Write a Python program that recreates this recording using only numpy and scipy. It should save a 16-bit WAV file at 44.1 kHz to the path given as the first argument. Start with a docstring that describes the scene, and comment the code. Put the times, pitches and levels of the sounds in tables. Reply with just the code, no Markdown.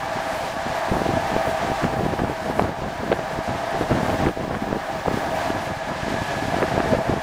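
"""Open door of a moving coach

The vestibule of a moving passenger coach with its outer door open. Wheels and rails give a broad
noise roar and make the body sing in narrow bands of resonant noise, with a whine and two hums as tones.
The air stream past the door is shaped noise: a hiss in three bands that flicker partly together.
Its eddies buffet a bare microphone with lumpy low noise and pop as short swings of pressure;
the body adds a steady deep rumble."""
import sys
import numpy as np
from scipy import signal
from scipy.fft import rfft, irfft, next_fast_len
from scipy.io import wavfile

SR = 44100
rng = np.random.default_rng(int(sys.argv[2]) if len(sys.argv) > 2 else 0)


def bounce(signal):
    """Save signal as a 16-bit WAV file at the path given by the first command-line argument."""
    frames = np.transpose(np.atleast_2d(signal))
    limited = np.clip(frames, -1, 1)
    pcm = np.round(limited * 32767).astype(np.int16)
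    wavfile.write(sys.argv[1], SR, pcm)


N = 318402  # samples


def from_db(db):
    """Gain of a level in dB."""
    return 10 ** (np.asarray(db) / 20)


def rms_one(x):
    """Scale to rms 1."""
    return x / np.sqrt(np.mean(x ** 2) + 1e-20)


def in_time(rows):
    """Columns of a curve table, one value per sample."""
    s, *columns = np.transpose(rows)
    return [np.interp(np.arange(N) / SR, s, column) for column in columns]


def drift(corner_hz):
    """Slow random wander of rms 1: noise through two equal one-pole low-passes."""
    step = 40  # samples between the computed points
    r = np.exp(-2 * np.pi * corner_hz * step / SR)
    noise = rng.standard_normal(N // step + 2002)
    slow = signal.lfilter([1], [1, -2 * r, r * r], noise)[2000:]  # drop the run-in
    return np.interp(np.arange(N) / step, np.arange(len(slow)), rms_one(slow))


def coloured(x, spectrum):
    """Shape x with a spectrum drawn over log frequency; rms 1."""
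    size = next_fast_len(N)
    hz, level_db = np.transpose(spectrum)
    at_hz = np.maximum(np.arange(size // 2 + 1) * SR / size, 1)
    gain = from_db(np.interp(np.log(at_hz), np.log(hz), level_db))
    return rms_one(irfft(rfft(x, size) * gain, size)[:N])


def resonance(x, hz, width_hz):
    """Two-pole band-pass of gain 1 on top, applied twice for steep flanks."""
    r = np.exp(-np.pi * width_hz / SR)
    b = np.array([1, 0, -1]) * (1 - r * r) / 2
    a = [1, -2 * r * np.cos(2 * np.pi * hz / SR), r * r]
    return signal.lfilter(b, a, signal.lfilter(b, a, x))


# the whole rush, swelling and dropping: start_s, relative_level_db
RUSH_CURVE = [(0.0, -1), (0.15, 1), (0.49, 3), (0.54, 0), (0.8, 2.5), (1.45, 2.5), (1.85, 2.5), (1.9, -1),
              (2.4, -3), (2.62, -1), (2.72, -4.5), (3.3, -1), (4.26, 2.5), (4.32, -4.5), (4.55, -3.5),
              (5.05, -1), (5.22, 1.5), (5.32, 0.5), (5.42, 5), (5.52, 1), (5.8, -0.5), (6.1, 3), (6.93, 2),
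              (6.98, 0), (7.22, 0.5)]


def rush():
    """Level curve in dB that carries the roar, singing and main hiss together."""
    level_db, = in_time(RUSH_CURVE)
    return level_db


# wheel and rail roar, relative spectrum: pitch_hz, density_db (per Hz)
ROAR_SPECTRUM = [(100, -59), (300, -13), (500, -20.5), (700, -5), (1000, -11), (1350, -15), (1700, -10.5),
                 (2400, -28), (4000, -41.5), (16000, -90)]
# wheel, rail and body resonances: pitch_hz, width_hz (of each filter pass), level_db (within its group)
RESONANCES = [(535.5, 45, -8), (612.3, 17, -4), (635.7, 14.6, 1), (646.8, 14.6, 2), (661, 9.6, 1),
              (682, 21, 1), (697, 29, -3.5), (733.7, 15, -7), (766, 33, -12.5), (783, 13.5, 1),
              (816.3, 28, -3.5), (857.4, 16, -5.5), (886, 15, -3), (933, 13, -3.5), (978, 65, -7.5),
              (1150, 52, -10.5), (1259, 117, -14.5), (1541, 46, -1.5), (1616, 45, -0.5), (1689, 67, -1.5),
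              (1744, 33, -3), (1813, 320, -11.5), (2304, 33, -5.5)]
# singing above or below the rush: start_s, low_db, middle_db, high_db
SINGING_CURVES = [(0, -3.5, 4.5, 3), (.3, 2, 2.5, -3), (.8, 0.5, 0, -1.5), (1.4, 2.5, 2.5, 1),
                  (2.0, 0, 1, 0.5), (2.9, -0.5, -0.5, -0.5), (3.6, 1, 0, -2), (4.2, -0.5, -3, -1),
                  (5.05, 0.5, -2, -2), (5.5, 2.5, 0.5, -1), (5.9, -0.5, -2.5, 0), (6.5, -1.5, -3, -1),
                  (6.9, 5, -1, 4), (7.22, 2, -3.5, 1)]
GROUP_EDGES_HZ = [740, 1400]  # between low, middle and high singing
# roar, then low, middle and high singing: base level (dB) and how it follows the rush (dB per dB)
ROLLING_DB, ROLLING_FOLLOWS = [-33.5, -33.5, -34.5, -43], [0.99, 0.91, 0.52, 0.73]


def wheels(rush_db, swell_db, waver_db, flicker_db):
    """Rail roughness roars and drives resonances, which swell and fade by group and on their own."""
    roar_db, *singing_db = [db + follows * rush_db for db, follows in zip(ROLLING_DB, ROLLING_FOLLOWS)]
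    roar = coloured(rng.standard_normal(N), ROAR_SPECTRUM)
    out = roar * from_db(roar_db + flicker_db * drift(3.5))
    groups = np.zeros((len(singing_db), N))
    for hz, width_hz, db in RESONANCES:
        ringing = resonance(rng.standard_normal(N), hz, width_hz)
        groups[np.searchsorted(GROUP_EDGES_HZ, hz)] += ringing * from_db(db + waver_db * drift(4.4))
    for level_db, above_db, group in zip(singing_db, in_time(SINGING_CURVES), groups):
        out += from_db(level_db + above_db + swell_db * drift(3.2)) * rms_one(group)
    return out


def tone(level_db, hz, wander_hz, waver_db):
    """A thin sine whose pitch and level wander a little."""
    moving_hz = hz + wander_hz * drift(6.1)
    sine = np.sin(2 * np.pi * np.cumsum(moving_hz) / SR)
    return np.sqrt(2) * from_db(level_db + waver_db * drift(9.7)) * sine


# thin whine of the wheels, before wavering: start_s, level_db
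WHINE_CURVE = [(0, -44), (.6, -57.5), (1.3, -47), (1.8, -54), (2.4, -57), (3.4, -54), (4.0, -52),
               (4.6, -56), (5.0, -44.5), (5.4, -54), (5.6, -41), (5.8, -49), (6.05, -48), (6.3, -38),
               (6.7, -44.5), (6.85, -37), (7.0, -51), (7.22, -48)]
# the two steadiest lines in the singing, before wavering: start_s, lower_hum_db, upper_hum_db
HUM_CURVES = [(0, -41, -41), (.3, -39, -38), (.5, -36, -40), (.65, -45.5, -44), (1.1, -43, -37.5),
              (1.38, -38, -27), (1.5, -33.5, -48), (1.8, -44, -35.5), (2.3, -43.5, -45), (2.6, -35.5, -47),
              (2.9, -54, -49), (3.4, -39, -45), (4.0, -45, -41), (4.5, -46, -46.5), (5.05, -40, -43),
              (5.5, -45, -47), (5.749, -52, -57), (6.2, -45, -44), (6.9, -32, -54), (7.22, -42, -51)]
WHINE_HZ, WHINE_WANDER_HZ, WHINE_WAVER_DB = 1694, 4, 3
HUM_HZ, HUM_WANDER_HZ, HUM_WAVER_DB = (650, 787), 3.5, 3.5


def wheel_tones():
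    """The whine of the wheels and the two hums below it, each a wandering sine."""
    out = tone(*in_time(WHINE_CURVE), WHINE_HZ, WHINE_WANDER_HZ, WHINE_WAVER_DB)
    for level_db, hz in zip(in_time(HUM_CURVES), HUM_HZ):
        out += tone(level_db, hz, HUM_WANDER_HZ, HUM_WAVER_DB)
    return out


# relative spectra of main hiss, treble hiss and very highest hiss: pitch_hz, density_db (per Hz)
HISS_SPECTRUM = [(1000, -22.5), (2000, 1), (3000, -3), (4800, -7.5), (7000, -13), (8500, -18.5),
                 (11000, -30.5), (16000, -60)]
TREBLE_SPECTRUM = [(5000, -16), (7500, -3), (9000, -1.5), (11000, -3.5), (13500, -6), (16000, -18.5)]
TOP_SPECTRUM = [(12000, -30), (14000, -10), (15000, 7), (15500, 1), (16000, -24)]
# upper hiss bands, before flicker: start_s, treble_db, top_db
UPPER_HISS_CURVES = [(0.0, -54, -67), (0.06, -55.5, -65), (0.44, -50, -60), (0.58, -55.5, -66),
                     (0.98, -50.5, -59.5), (1.2, -53.5, -63), (1.47, -50.5, -57), (1.55, -53, -63),
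                     (1.85, -53.5, -59), (2.41, -56, -66), (2.61, -51, -62), (2.73, -60, -65),
                     (3.38, -55, -62.5), (3.48, -56.5, -68), (4.06, -51.5, -60), (4.26, -53.5, -60.5),
                     (4.34, -59.5, -64), (5.03, -56, -59.5), (5.15, -54, -57), (5.47, -49.5, -61),
                     (5.53, -55, -68), (5.65, -52, -63), (5.81, -59.5, -69.5), (6.09, -53.5, -65.5),
                     (6.94, -53.5, -66.5), (7.22, -56, -68)]
HISS_DB = -39.5  # main hiss, before the rush moves it


def air(rush_db, flicker_db):
    """Turbulence at the door edges hisses in three bands that flicker partly together."""
    together = drift(12.5)
    hiss = coloured(rng.standard_normal(N), HISS_SPECTRUM)
    out = hiss * from_db(HISS_DB + rush_db + flicker_db * together)
    for spectrum, level_db in zip((TREBLE_SPECTRUM, TOP_SPECTRUM), in_time(UPPER_HISS_CURVES)):
        flicker = 0.5 * together + 1.8 * drift(11)
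        out += coloured(rng.standard_normal(N), spectrum) * from_db(level_db + flicker_db * flicker)
    return out


# shaking of the coach body, relative spectrum: pitch_hz, density_db (per Hz)
RUMBLE_SPECTRUM = [(12, -12), (25, -9), (50, -3), (120, -15), (1000, -70)]


def rumble(level_db):
    """The coach body shakes steadily at the bottom of hearing."""
    return from_db(level_db) * coloured(rng.standard_normal(N), RUMBLE_SPECTRUM)


# gusts on the microphone: start_s (of full strength), hold_s, level_db (added in power to the lull)
GUST_ROWS = [(0.16, 0.024, -36), (0.33, 0.031, -38), (0.437, 0.036, -33.5), (0.663, 0.055, -32.5),
             (0.88, 0.015, -27.5), (0.921, .05, -27), (0.995, .06, -26), (1.09, 0.025, -24.5),
             (1.14, .025, -25.5), (1.19, .08, -36), (1.308, 0.093, -29), (1.46, 0.056, -26.5),
             (1.624, 0.048, -27), (1.678, 0.044, -29.5), (1.821, 0.11, -28), (1.971, 0.088, -22),
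             (2.092, 0.053, -26), (2.189, 0.13, -26), (2.459, 0.043, -27), (2.565, 0.14, -25),
             (2.792, 0.097, -33.5), (2.998, 0.2, -31), (3.33, 0.08, -32.5), (3.482, 0.067, -27.5),
             (3.739, 0.031, -27), (3.803, 0.021, -21.5), (3.902, 0.032, -21.5), (3.937, 0.049, -26),
             (4.013, 0.13, -24), (4.199, 0.1, -24.5), (4.37, 0.21, -31), (4.606, 0.033, -31.5),
             (4.679, 0.088, -27), (4.9, 0.1, -34.5), (5.059, 0.17, -27.5), (5.271, 0.057, -27),
             (5.452, 0.066, -33.5), (5.545, 0.045, -25.5), (5.677, 0.044, -30), (5.88, .11, -34.5),
             (6.02, 0.063, -29.5), (6.109, 0.12, -28), (6.328, 0.063, -30), (6.419, 0.089, -28),
             (6.536, 0.27, -26), (6.844, 0.06, -25), (6.916, 0.031, -21.5), (6.986, 0.013, -27),
             (7.092, 0.025, -23.5), (7.128, 0.06, -28)]
GUST_RISE_S, GUST_FALL_S = 0.022, 0.0295
LULL_DB, LULL_WAVER_DB = -37.5, 2


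def gusts():
    """Wind level in dB: a wavering lull, and gusts that rise, hold and fall."""
    t = np.arange(N) / SR
    power = from_db(2 * (LULL_DB + LULL_WAVER_DB * drift(7.9)))  # doubled dB gives power
    for start, hold, db in GUST_ROWS:
        end = start + hold
        shape = np.interp(t, [start - GUST_RISE_S, start, end, end + GUST_FALL_S], [0, 1, 1, 0])
        power = power + (from_db(db) * shape) ** 2
    return 10 * np.log10(power)


# buffeting on the microphone, relative spectrum: pitch_hz, density_db (per Hz)
BUFFET_SPECTRUM = [(20, -26), (40, -10), (100, -3), (200, -3), (400, -9), (700, -9.5), (1500, -21.5),
                   (4000, -44), (16000, -95)]


def buffeting(gust_db, lumps_db, eddy_share):
    """Pressure eddies passing the microphone: lumpy low noise plus many small separate pushes."""
    lumps = from_db(lumps_db * drift(36.0))
    born = rng.random(N) < 150 / SR  # 150 pushes a second on average
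    sizes = from_db(2.4 * np.minimum(rng.exponential(1, N), 4)) * rng.choice([-1, 1], N)
    eddies = rms_one(born * sizes)
    push = np.sqrt(1 - eddy_share) * rng.standard_normal(N) + np.sqrt(eddy_share) * eddies
    return from_db(gust_db) * coloured(push * lumps, BUFFET_SPECTRUM)


POP_HALF_SPAN = 600  # samples kept on each side of a pop
SMALL_POPS_PER_S = 24  # average, before leaving out the very ends
SMALL_POP_DB, SMALL_POP_SPREAD_DB = -28.5, 8.5  # centre and half range, at mean wind
SMALL_POP_FOLLOWS = 0.27  # dB per dB of wind
SMALL_POP_HZ, SMALL_POP_MS, SMALL_SNAP_DB = (245, 505), (0.41, 2.2), -9


def small_pops(gust_db):
    """Weaker eddies as rows for pops(), born by chance at a rate that follows the wind."""
    wind = from_db(gust_db)
    born = np.flatnonzero(rng.random(N) < SMALL_POPS_PER_S * wind / wind.mean() / SR)
    born = born[(born > POP_HALF_SPAN) & (born < N - POP_HALF_SPAN)]
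    size, pitch, length = rng.random((3, len(born)))
    level_db = SMALL_POP_DB + SMALL_POP_FOLLOWS * (gust_db[born] - gust_db.mean())
    level_db += SMALL_POP_SPREAD_DB * (2 * size - 1)
    pitch_hz = np.interp(pitch, [0, 1], SMALL_POP_HZ)
    length_ms = np.interp(length, [0, 1], SMALL_POP_MS)
    return np.transpose([born / SR, level_db, pitch_hz, length_ms, np.full(len(born), SMALL_SNAP_DB)])


def snap(t, edge_ms, edge_hz):
    """A sudden push of height 1 that dies within a swing or two: its spectrum is broad."""
    after = np.maximum(t, 0)
    push = np.exp(-1000 * after / edge_ms) * np.sin(2 * np.pi * edge_hz * after)
    return push / push.max()


# strong eddies on the microphone:
# centre_s, level_db (bell peak), pitch_hz, length_ms (bell width 3 dB down), snap_db (against level_db)
STRONG_POPS = [(0.171, -18.5, 350, 1.7, -30), (0.886, -20, 292.5, 1.7, -30), (0.917, -9, 128, 2.7, -30),
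               (0.923, -11, 365, 2, -11), (0.956, -18, 130, 3, -28), (1.019, -11, 370, 1.2, -16),
               (1.064, -14, 384, 2, -30.5), (1.092, -12.5, 343, 3.3, -16.5), (1.169, -15, 314, 2.7, -30),
               (1.33, -17.5, 240, 3.2, -30), (1.365, -5, 415, 0.9, -8), (1.474, -20, 519, 6.7, -30),
               (1.701, -13, 250, 1.6, -20), (1.718, -7, 349.6, 0.61, -9), (1.838, -13, 200, 1.96, -20),
               (1.843, -9, 483, 2.3, -3), (1.852, -10.5, 171, 4.4, -12), (1.863, -19.5, 275, 7.3, 2),
               (2.009, -13, 358, 1.95, -18), (2.022, -15, 309, 2, -20), (2.033, -16.5, 212, 5.6, -28.5),
               (2.067, -16, 350, 3, -10.5), (2.138, -11, 487, 1.3, -30), (2.1917, -10, 1000, 0.36, -25),
               (2.1945, -10.5, 500, 0.85, -5), (2.204, -15.5, 450, 1, -20), (2.22, -12, 180, 2.5, -30),
               (2.237, -8.5, 370, 1.06, -20), (2.272, -25, 150, 2.8, -29.5), (2.299, -9.5, 349, 1.2, -13),
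               (2.5, -12, 403, 1.3, -25), (2.591, -9, 520, 1.23, -13.5), (2.5935, -15.5, 600, 1.1, -15.5),
               (2.5947, -13.5, 1690, .6, 1), (2.5957, 2, 640, 0.83, -12), (2.5985, -15.5, 744, 1.3, -3.5),
               (2.612, -20, 650, 1.3, -15), (2.623, -14, 251.7, 2.2, -9),
               (2.6232, -22.5, 3800, 0.19, -29.5), (2.6705, -20, 1200, .6, -10),
               (2.692, -17, 390, 0.72, -21), (2.822, -13, 261, 1.1, -25), (3.034, -17, 392, 1.6, -20),
               (3.102, -13, 212, 2.3, -31.5), (3.1185, -7, 491, 2.7, 0), (3.122, -12, 600, 1.2, -15),
               (3.125, -18, 598, 0.64, 2.5), (3.1187, -16, 2500, .4, -25), (3.1253, -23, 3500, 0.5, -10),
               (3.1272, -24.5, 3800, 0.45, -6), (3.1268, -10.5, 1500, .45, -5), (3.129, -3, 497, 0.97, -11),
               (3.136, -17, 505, 1.5, -8.5), (3.194, -10.5, 600, 0.85, -7), (3.39, -11, 241, 1.1, -19),
               (3.512, -18.5, 220.7, 1.7, -30.5), (3.812, -9.5, 368.5, 1.7, -3.5),
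               (3.818, -12.5, 330, 0.97, -15), (3.911, -8, 297.7, 0.85, -7), (3.956, -16, 420, 1.6, -16),
               (4.031, -11.5, 293, 1.2, -19), (4.0845, -13, 700, 1.1, -20), (4.088, -16, 400, 0.81, -20),
               (4.096, -11, 454, 0.83, -19), (4.102, -9, 897, 0.6, -4), (4.242, -10, 189, 1.7, -25),
               (4.257, -9, 239, 2.4, -25), (4.2633, -14.5, 1800, 0.56, -25), (4.265, -19, 798, 0.92, -11.5),
               (4.2697, -2.5, 293, 1.5, -14), (4.275, -16, 351, 2.4, -20.5), (4.283, -12, 562, 1.1, -10),
               (4.2875, -16, 400, 1.5, 2), (4.295, -12.5, 337, 1.8, -15), (4.374, -11, 416, 0.86, -30),
               (4.448, -21, 350, 1.3, -25), (4.48, -18, 279, 1.6, -24), (4.542, -17, 596, 0.77, -20),
               (4.545, -12.5, 646, 0.7, -7), (4.551, -10, 1200, 0.4, -25), (4.624, -13.5, 248.6, 2.9, -27),
               (4.729, -5.5, 362, 0.87, -9.5), (4.768, -14, 337, 2.7, -30), (5.061, -11, 720, 1.6, -7.5),
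               (5.0805, -9, 496, 1.4, -10), (5.0835, 0, 475, 0.51, -21), (5.114, -15, 330, 2.3, -30),
               (5.143, -14.5, 302, 1.5, -20), (5.174, -10.5, 292.5, 1.4, -30), (5.504, -12, 288, 2.6, 0),
               (5.551, -16, 256.4, 3.26, -30), (5.772, -21.5, 110, 4, -29), (5.874, -23, 280, 2.2, -30),
               (6.034, -17.5, 180, 2.3, -32), (6.083, -15, 330, 1.5, -20), (6.143, -15, 328, 2.2, -25),
               (6.425, -15.5, 309.6, 1.8, -30), (6.484, -13, 204, 2.5, -15.5), (6.526, -13, 803, 1.2, -15),
               (6.544, -14, 676, 3.5, -31), (6.548, -22, 500, 1.5, -27.5), (6.622, -9, 403, 1.5, -20),
               (6.625, -9.5, 697, 1.1, -12.5), (6.6274, -4.5, 1350, 0.35, -30),
               (6.6292, -16, 547, 1.3, -20), (6.6325, -10, 420, 2.4, -11), (6.64, -16, 337, 3.9, -30),
               (6.779, -2.5, 451, 0.75, -17), (6.804, -11, 318, 2.34, 2), (6.86, -11.5, 397, 2, -30.5),
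               (6.928, -5, 204.3, 1.7, -30), (6.932, -10, 303, 1.8, -15), (6.936, -4, 524, 1.6, -14),
               (6.94, -14, 654, 1.8, -12), (6.95, -12, 513, 3.1, -30), (6.97, -14, 195, 2.1, -30),
               (6.988, -16.5, 650, 1.3, -8), (7.095, -11, 259.4, 1.7, -18), (7.098, -7, 328, 1.6, -26),
               (7.139, -8.5, 333, 1.1, -17.5)]


def pops(rows, apart_ms, side_share, dull_hz):
    """Each eddy swings the pressure under a bell shape, with three quick snaps, often faint, on top."""
    out, t = np.zeros(N), np.arange(-POP_HALF_SPAN, POP_HALF_SPAN) / SR
    dull = signal.butter(4, dull_hz, fs=SR, output="sos")  # the snaps have little above this
    for (s, db, hz, ms, snap_db), (turn, lag, lead, side) in zip(rows, rng.random((len(rows), 4))):
        bell = np.exp(-2 * np.log(2) * (1000 * t / ms) ** 2)
        swing = bell * np.cos(2 * np.pi * (hz * t + turn))
        # a main snap, then a weaker one after it and one before it
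        edge = snap(t, .45, 1300)
        edge -= side_share * snap(t - apart_ms * (1 + lag) / 1000, .35, 1700)
        edge += side_share * snap(t + apart_ms * (1 + lead) / 1000, .25, 2600)
        edge = signal.sosfilt(dull, np.sign(side - .5) * edge)  # push or pull by chance
        at = round(s * SR) - POP_HALF_SPAN
        out[at:at + len(t)] += from_db(db) * (swing + from_db(snap_db) * edge)
    return out


def scene():
    """Roar, singing, hiss, rumble, buffeting and pops at one microphone."""
    rush_db = rush()
    gust_db = gusts()
    mix = wheels(rush_db, swell_db=0.43, waver_db=0.63, flicker_db=1.5)
    mix += wheel_tones()
    mix += air(rush_db, flicker_db=0.77)
    mix += rumble(level_db=-50.0)
    mix += buffeting(gust_db, lumps_db=3.0, eddy_share=0.32)
    mix += pops([*STRONG_POPS, *small_pops(gust_db)], apart_ms=0.55, side_share=0.28, dull_hz=4960)
    return mix[None]


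CEILING = .8  # full scale is 1
CUTOFF_HZ = 15920  # stop-band edge


def record(dry):
    """Peaks are rounded by a soft ceiling, then the top is cut steeply."""
    rounded = CEILING * np.tanh(dry / CEILING)
    steep = signal.cheby2(30, 60, CUTOFF_HZ, fs=SR, output="sos")
    return signal.sosfilt(steep, rounded)


dry = scene()
out = record(dry)
bounce(out)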